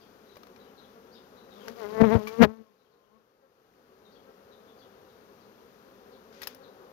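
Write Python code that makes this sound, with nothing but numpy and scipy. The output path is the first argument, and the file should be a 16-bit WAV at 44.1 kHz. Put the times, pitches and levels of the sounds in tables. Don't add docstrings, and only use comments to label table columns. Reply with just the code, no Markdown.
import sys
import numpy as np
from scipy import signal
from scipy.fft import rfft, irfft, next_fast_len
from scipy.io import wavfile

SR = 44100
rng = np.random.default_rng(int(sys.argv[2]) if len(sys.argv) > 2 else 0)


def store_wav(level_fs):
    pcm = np.round(np.clip(np.atleast_2d(level_fs), -1, 1) * 32767)
    wavfile.write(sys.argv[1], SR, pcm.T.astype(np.int16))


def to_linear_factor(level_db):
    exponent = np.asarray(level_db, float) / 20
    return 10 ** exponent


N = 305392
TIME = np.arange(N) / SR
DRIFT_STEP = 64

# frequency in Hz, level in dB.
PORT_COLOUR = [(300, -12), (1500, 1), (5000, -2.5), (6500, -7), (8200, -22.5), (12500, -7.5),
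               (16000, -12.5)]


def rms_one(x):
    return x / np.sqrt(np.mean(x ** 2) + 1e-20)


def in_time(rows):
    s, *columns = np.transpose(rows)
    return [np.interp(TIME, s, c) for c in columns]


def on_log(points, at):
    hz, value = np.transpose(points)
    return np.interp(np.log(at), np.log(hz), value)


def colour(x, gain_at):
    size = next_fast_len(N)
    hz = np.arange(1, size // 2 + 2) * SR / size
    return irfft(rfft(x, size) * gain_at(hz), size)[..., :N]


def port_coloured(hz):
    return to_linear_factor(on_log(PORT_COLOUR, hz))


def butter(x, order, hz, kind):
    return signal.sosfilt(signal.butter(order, hz, kind, fs=SR, output="sos"), x)


def drift(rate_hz, count):
    r = np.exp(-2 * np.pi * DRIFT_STEP * rate_hz / SR)
    white = rng.standard_normal((count, N // DRIFT_STEP + 1002))
    slow = signal.lfilter([1], [1, -2 * r, r * r], white)[:, 1000:]
    return slow / slow.std(axis=1, keepdims=True)


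def stepped(rate_hz):
    return np.repeat(drift(rate_hz, count=1)[0], DRIFT_STEP)[:N]


def held(rows, rise_db_s, fall_db_s):
    total = 0
    for s, length, db in rows:
        before = np.maximum(s - TIME, 0)
        after = np.maximum(TIME - s - length, 0)
        total = total + to_linear_factor(db - rise_db_s * before - fall_db_s * after)
    return total


def air():
    # frequency in Hz, level in dB per Hz.
    hiss = [(20, -47), (40, -19), (70, -16.5), (140, -14.5), (320, -11.5), (700, -16.5), (1400, -16),
            (2100, -23.5), (4500, -26), (6400, -29), (8000, -44), (13000, -29.5), (16000, -36.5)]
    # frequency in Hz, left-right likeness (1 is the same).
    likeness = [(60, 0.3), (180, 0.86), (550, 0.95), (1650, -0.13), (4970, -1.4), (15000, -0.01)]

    def alike(hz):
        return np.clip(on_log(likeness, hz), -.95, .95)

    mid, side = rng.standard_normal((2, N))
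    mid = colour(mid, lambda hz: to_linear_factor(on_log(hiss, hz)) * np.sqrt(1 + alike(hz)))
    side = colour(side, lambda hz: to_linear_factor(on_log(hiss, hz)) * np.sqrt(1 - alike(hz)))
    return to_linear_factor(-57.5) * rms_one(np.array([mid + side, mid - side]))


def birds():
    # start in seconds, first pitch in Hz, last pitch in Hz, level in dB.
    chirps = [(0, 4770, 4500, -61.5), (.005, 3420, 3200, -63.5), (0.253, 4075, 3900, -61),
              (0.299, 3950, 3770, -58), (0.585, 4070, 3750, -61), (0.638, 3100, 2960, -65),
              (0.766, 4230, 3680, -55), (.82, 3460, 3380, -61.5), (1.112, 4320, 5150, -55.5),
              (1.144, 3890, 3320, -53), (1.359, 3900, 3970, -59), (1.5, 3950, 3630, -57),
              (1.555, 3500, 3300, -60.5), (1.599, 3250, 3030, -57), (2.776, 4170, 3806, -64),
              (2.841, 2990, 3110, -61), (2.905, 4900, 3150, -62), (3.02, 3107, 2810, -64),
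              (5.08, 4100, 3380, -68), (4.039, 4060, 3510, -59), (4.102, 5700, 4570, -66),
              (4.104, 4980, 3900, -57.5), (4.141, 3470, 3160, -60.5), (4.505, 4250, 3400, -60),
              (4.665, 3670, 3330, -60.5), (4.771, 4850, 4290, -58.5), (4.805, 3500, 3250, -60),
              (5.401, 4850, 3800, -62), (6.115, 4910, 3160, -60.5), (6.619, 4630, 3380, -57.5)]
    note_s, echo_t60_s = 0.044, 0.35
    part = np.linspace(0, 1, int(note_s * SR))
    direct = np.zeros(N + SR)
    for s, from_hz, to_hz, level_db in chirps:
        at = int(s * SR)
        glide = 2 * np.pi * np.cumsum(from_hz + (to_hz - from_hz) * part) / SR
        direct[at:at + part.size] += to_linear_factor(level_db + 3.0) * np.sin(np.pi * part) * np.sin(glide)
    hoarse = rms_one(butter(rng.standard_normal(N), 2, 380, "low"))
    direct = direct[:N] * (.7 + .7 * hoarse)
    echoes = rng.standard_normal((2, 12000)) * to_linear_factor(-60 * TIME[:12000] / echo_t60_s)
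    echoes /= np.linalg.norm(echoes, axis=1, keepdims=True)
    return .5 * direct + signal.fftconvolve(direct[None], echoes, axes=1)[:, :N]


def swarm(count=44, centre_hz=228, spread=.11, wander=.025, come_and_go_db=6.0):
    # multiple of the wing beat, level in dB.
    voice = [(1, -8.5), (2, -0.5), (3, -10), (4, -13.5), (5, -10), (6, -12), (7, -19.5), (8, -27)]
    steps = np.arange(N // 8 + 1) * 8 / DRIFT_STEP
    cycle = np.linspace(0, 1, 257)
    pitch, near = drift(2.5, count), drift(6.0, count)
    tunes = np.sinh(np.linspace(-1.4, 1.4, count))
    sides = rng.uniform(-1, 1, count)
    out = np.zeros((2, steps.size))
    for k, (tune, side) in enumerate(zip(tunes, sides)):
        shape = sum(to_linear_factor(db) * np.sin(2 * np.pi * (m * cycle + rng.random())) for m, db in voice)
        wandering = wander * np.interp(steps, np.arange(pitch[k].size), pitch[k])
        turns = np.cumsum(centre_hz * np.exp(spread * tune + wandering)) * 8 / SR
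        gain = to_linear_factor(come_and_go_db * np.interp(steps, np.arange(near[k].size), near[k]))
        lag = centre_hz * 0.00015 * side
        ports = np.interp([turns % 1, (turns - lag) % 1], cycle, shape)
        out += gain * ports * to_linear_factor([[4 * side], [-4 * side]])
    return rms_one(signal.resample_poly(out, 8, 1, axis=1)[:, :N])


def hive_hum():
    # time in seconds, loudness in dB, share of close fliers as deep partial in dB.
    activity = [(0, -60.5, 8.5), (.5, -54.5, 1.5), (1.0, -56, 3.5), (1.55, -53.5, 1), (1.8, -50, 5.5),
                (1.98, -47.5, 8), (2.05, -57.5, -1), (2.8, -57, -3), (3.4, -55, -17), (3.75, -56.5, 0),
                (4.6, -54, -0.3), (5.15, -55.5, -0.5), (5.7, -56.5, 3), (6.1, -54, .6), (6.5, -55, 5.5),
                (6.93, -51.5, -9)]
    loud_db, deep_db = in_time(activity)
    hum = swarm()
    deep = colour(hum, lambda hz: 1 / (1 + (hz / 310) ** 8))
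    return to_linear_factor(loud_db) * (hum + (to_linear_factor(deep_db) - 1) * deep)


def knocks():
    # start in seconds, left level in dB, right level in dB, mode in Hz, decay t60 in seconds.
    wood = [
        (.3676, -45, -44, 580, 0.06),
        (1.6806, -41, -28, 1620, 0.042),
        (2.2721, -30, -29.5, 1153, 0.067),
        (6.4736, -42, -42, 490, 0.064),
    ]
    out = np.zeros((2, N))
    for s, left_db, right_db, hz, t60 in wood:
        t = np.maximum(TIME - s, 0)
        out += to_linear_factor([[left_db], [right_db]]) * to_linear_factor(-60 * t / t60) * np.sin(2 * np.pi * hz * t)
    return out


def clicks(tail_db=-16, tail_t60=0.12):
    # start in seconds, peak in dB, ring in Hz, decay t60 in seconds, treble in dB.
    contacts = [(0.357, -40.5, 1070, .019, -18), (0.368, -37.5, 1150, 0.02, -10),
                (0.4328, -36.5, 1210, 0.015, -13), (0.469, -38.5, 1130, 0.011, -12),
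                (0.561, -40, 2400, 0.019, -18), (1.6821, -21.5, 1580, 0.0099, -14.5),
                (2.2712, -27, 2324, 0.073, -12.5), (2.325, -40, 1130, 0.027, -25),
                (6.326, -50, 1480, 0.03, -30.5), (6.4175, -27, 1940, 0.034, -7.5),
                (6.4317, -26, 5310, 0.026, -12), (6.4432, -51, 4500, 0.02, -2),
                (6.4715, -22, 5100, 0.021, -2), (6.547, -38.5, 5530, 0.011, 1)]
    # start in seconds, held time in seconds, level in dB.
    sliding = [
        (6.06, .06, -69),
        (6.345, .17, -55),
    ]
    length = 6000
    out, t = np.zeros((2, N + length)), TIME[:length]
    white = rng.standard_normal((2, N))
    body = rms_one(colour(white, lambda hz: port_coloured(hz) * (hz < 8200)))
    treble = rms_one(colour(white, lambda hz: port_coloured(hz) * (hz >= 8200)))
    for s, peak_db, ring_hz, t60, treble_db in contacts:
        at = int(s * SR)
        span = slice(at, at + length)
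        fall = to_linear_factor(-60 * (t / t60) ** 1.6) + to_linear_factor(tail_db - 60 * t / tail_t60)
        fall *= np.minimum(t / 0.0006, 1)
        rattle = (body[:, span] + to_linear_factor(treble_db + 5.5) * treble[:, span]) * fall
        ring = to_linear_factor(-1) * np.sin(2 * np.pi * ring_hz * t) * to_linear_factor(-60 * t / (1.6 * t60))
        out[:, span] += to_linear_factor(peak_db - 4.5) * (0.44 * rattle + ring)
    grit = to_linear_factor(stepped(88.0))
    slide = held(sliding, rise_db_s=500, fall_db_s=220) * grit * (body + .2 * treble)
    return out[:, :N] + slide


def upper_partials(phase, near_db):
    # multiple of the wing beat, level in dB.
    stroke = [(3, 6), (5, 0.5), (8, -6), (10, -11), (14, -25.5), (18, -32), (28, -40)]
    fifth_db = 2 - 0.27 * near_db
    total = 0
    for k, slow in zip(range(3, 29), drift(14.0, count=26)):
        level = to_linear_factor(on_log(stroke, k) + (k == 5) * fifth_db)
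        shimmer = np.interp(TIME * SR / DRIFT_STEP, np.arange(slow.size), to_linear_factor(3.0 * slow))
        total = total + level * shimmer * np.sin(k * phase + .035 * k * k)
    return total


def wing_slap(turns, near_db, sharp_db):
    # start in seconds, held time in seconds, level in dB.
    strikes = [
        (2.011, .008, -40),
        (2.035, 0.074, -53),
        (2.125, 0.0226, -47.5),
        (2.421, 0.017, -22),
        (2.442, 0.0086, -30),
    ]
    slap_drop_s = 2.45
    slap_db = -53 + 0.16 * near_db + 0.32 * sharp_db
    slap_db = slap_db - 9.5 * np.clip((TIME - slap_drop_s) / 0.015, 0, 1)
    slap_db = slap_db - 25.5 * np.maximum(TIME - slap_drop_s, 0)
    strength = to_linear_factor(1.3 * rng.standard_normal(2000))[turns.astype(int)]
    striking = held(strikes, rise_db_s=3500.5, fall_db_s=3999.5)
    bursts = strength * np.exp(-2.8 * (turns % 1)) * rng.standard_normal(N)
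    slap = (to_linear_factor(slap_db - 2.5) + to_linear_factor(-11.5) * striking) * rms_one(colour(bursts, port_coloured))
    cracks = strength * np.exp(-11 * (turns % 1)) * rng.standard_normal(N)
    cracks = butter(cracks, 1, [800, 4200], "band")
    cracks = signal.sosfilt(signal.cheby2(4, 40, 7400, fs=SR, output="sos"), cracks)
    return slap + striking * rms_one(cracks)


def downwash(near_db):
    # start in seconds, held time in seconds, level in dB.
    gusts = [
        (2.013, .004, -24),
        (2.152, 0.0073, -21.5),
        (2.43, 0.012, -26),
    ]
    rumble = rms_one(butter(rng.standard_normal(N), 3, [65, 170], "band"))
    swirl = rms_one(butter(rng.standard_normal(N), 2, [200, 750], "band"))
    wash_db = -48 + 1.1 * near_db
    gain = to_linear_factor(wash_db - 3.0) + to_linear_factor(-5.0) * held(gusts, rise_db_s=1201, fall_db_s=700.5)
    return gain * (rumble + 1.1 * swirl)


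def body_bumps():
    # start in seconds, peak in dB, thud in Hz, decay t60 in seconds.
    bumps = [
        (2.013, -16.5, 119.2, 0.047),
        (2.156, 1.5, 107, 0.032),
        (2.42, -21, 130, 0.049),
        (2.45, -24, 69.92, 0.074),
    ]
    out = np.zeros(N)
    for s, peak_db, hz, t60 in bumps:
        t = np.maximum(TIME - s, 0)
        out += to_linear_factor(peak_db - 60 * t / t60) * np.sin(2 * np.pi * hz * t) * np.minimum(t * hz, 1)
    return out


def near_bee(wobble=.003, rough=.22):
    # time in seconds, wing beat in Hz, loudness in dB,
    # facing as first over second partial in dB, stroke sharpness in dB.
    approach = [(1.52, 231.8, -68, -11, -14), (1.65, 235.9, -55, -9, -2.5), (1.685, 224, -44, -11, 1.5),
                (1.718, 236.4, -48.5, 7, -3.5), (1.745, 214.8, -55, 0, -14), (1.785, 238.2, -49, -10, 3),
                (1.847, 203.6, -37, -21, 3.5), (1.887, 208.5, -42.5, -7.5, -1.5),
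                (1.961, 220.2, -37.5, -18, -0.5)]
    first_brush = [(1.98, 217.9, -32, -7.5, 0), (1.998, 224.5, -31.5, -13, 0.5),
                   (2.016, 222.3, -9, 4, -4.5), (2.028, 219.8, -18.5, 4, -12), (2.042, 229.6, -18, 1, 1),
                   (2.054, 224.1, -21.5, -1, -5.5), (2.08, 209.8, -22.5, 6.5, -6.5),
                   (2.101, 208, -27, -5.5, -0.5)]
    second_brush = [(2.122, 226.5, -23.5, 2, 0.5), (2.138, 228.2, -22.5, -2, 1),
                    (2.157, 229.8, -21.5, -9, -8), (2.18, 214.3, -33, 17, -7),
                    (2.222, 210.3, -40.5, -11, -1.5), (2.271, 215.1, -41, 5, -5),
                    (2.321, 221.5, -43, -26, -0.5), (2.372, 227.6, -44, -9, 0.5)]
    third_brush = [(2.403, 234.3, -17.5, 5, -12.5), (2.416, 228.1, -8.5, 15, -6),
                   (2.43, 240.7, -14, -16, 7), (2.436, 217.1, -15.5, 16, 6), (2.446, 209.2, -21.5, -10, 8),
                   (2.455, 207.5, -23.5, -7, 4), (2.464, 210.6, -37, -1, -9), (2.5, 217.7, -40, 6.5, -4.5)]
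    leaving = [(2.562, 223.1, -54.5, 5.5, -2.5), (2.613, 221.3, -48, 5, -13), (2.653, 217.8, -73.5, 1, -1),
               (2.713, 207.3, -66.5, 2, -12), (2.76, 222, -81.5, -10, -2), (2.95, 210.4, -75.5, -16, 1),
               (3.1, 208, -74, -9.5, 1), (3.166, 220.6, -64.5, 7, 1), (3.201, 219.2, -75, 12, -8)]
    flight = approach + first_brush + second_brush + third_brush + leaving
    beat_hz, loud_db, facing_db, sharp_db = in_time(flight)
    second_db = loud_db - 10 * np.log10(1 + to_linear_factor(2 * facing_db))
    first_db = second_db + facing_db
    near_db = loud_db + 30
    turns = np.cumsum(beat_hz * (1 + wobble * stepped(25.0))) / SR
    phase = 2 * np.pi * turns

    eddies = rms_one(butter(rng.standard_normal(N), 2, [30, 300], "band"))
    tone = to_linear_factor(first_db) * np.sin(phase) + to_linear_factor(second_db) * np.sin(2 * phase + 0.72)
    tone = np.sqrt(2) * tone * (1 + 0.37 * rough * eddies)
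    upper = rms_one(upper_partials(phase, near_db) * (1 + rough * eddies))
    upper = to_linear_factor(-32 + near_db + sharp_db) * upper
    out = tone + upper + wing_slap(turns, near_db, sharp_db) + downwash(near_db) + body_bumps()
    out = butter(out, 3, 70, "high")
    return 2 * out * np.interp(TIME, [1.45, 1.55, 3.2, 3.26], [0, 1, 1, 0])


def gain_control():
    rest_db, duck_db = -2, -11.5
    duck_s, attack_s, hold_until_s, recover_s = 2.41, .03, 3.47, 0.53
    duck = np.clip((TIME - duck_s) / attack_s, 0, 1)
    recovery = np.exp(-np.maximum(TIME - hold_until_s, 0) / recover_s)
    return rest_db + duck_db * duck * recovery


def scene():
    surroundings = to_linear_factor(gain_control() + 3) * (hive_hum() + air() + birds())
    return surroundings + clicks() + knocks() + near_bee() * to_linear_factor([[0], [-72]])


def band_limit(x):
    return signal.sosfilt(signal.butter(12, 16690, fs=SR, output="sos"), x)


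def record(dry):
    # frequency in Hz, dB below the left port.
    shade = [(60, 1.5), (150, 2), (380, 3), (950, 4), (2380, 16), (5980, 31), (15000, 5.5)]
    right = colour(dry[1], lambda hz: to_linear_factor(-on_log(shade, hz)))
    shaded = np.array([dry[0], np.roll(right, 12)])
    limited = 1.053 * np.tanh(shaded / 1.119)
    cut = signal.sosfilt(signal.cheby2(12, 60, 16500, fs=SR, output="sos"), limited)
    return band_limit(cut)


dry = scene()
out = record(dry)
store_wav(out)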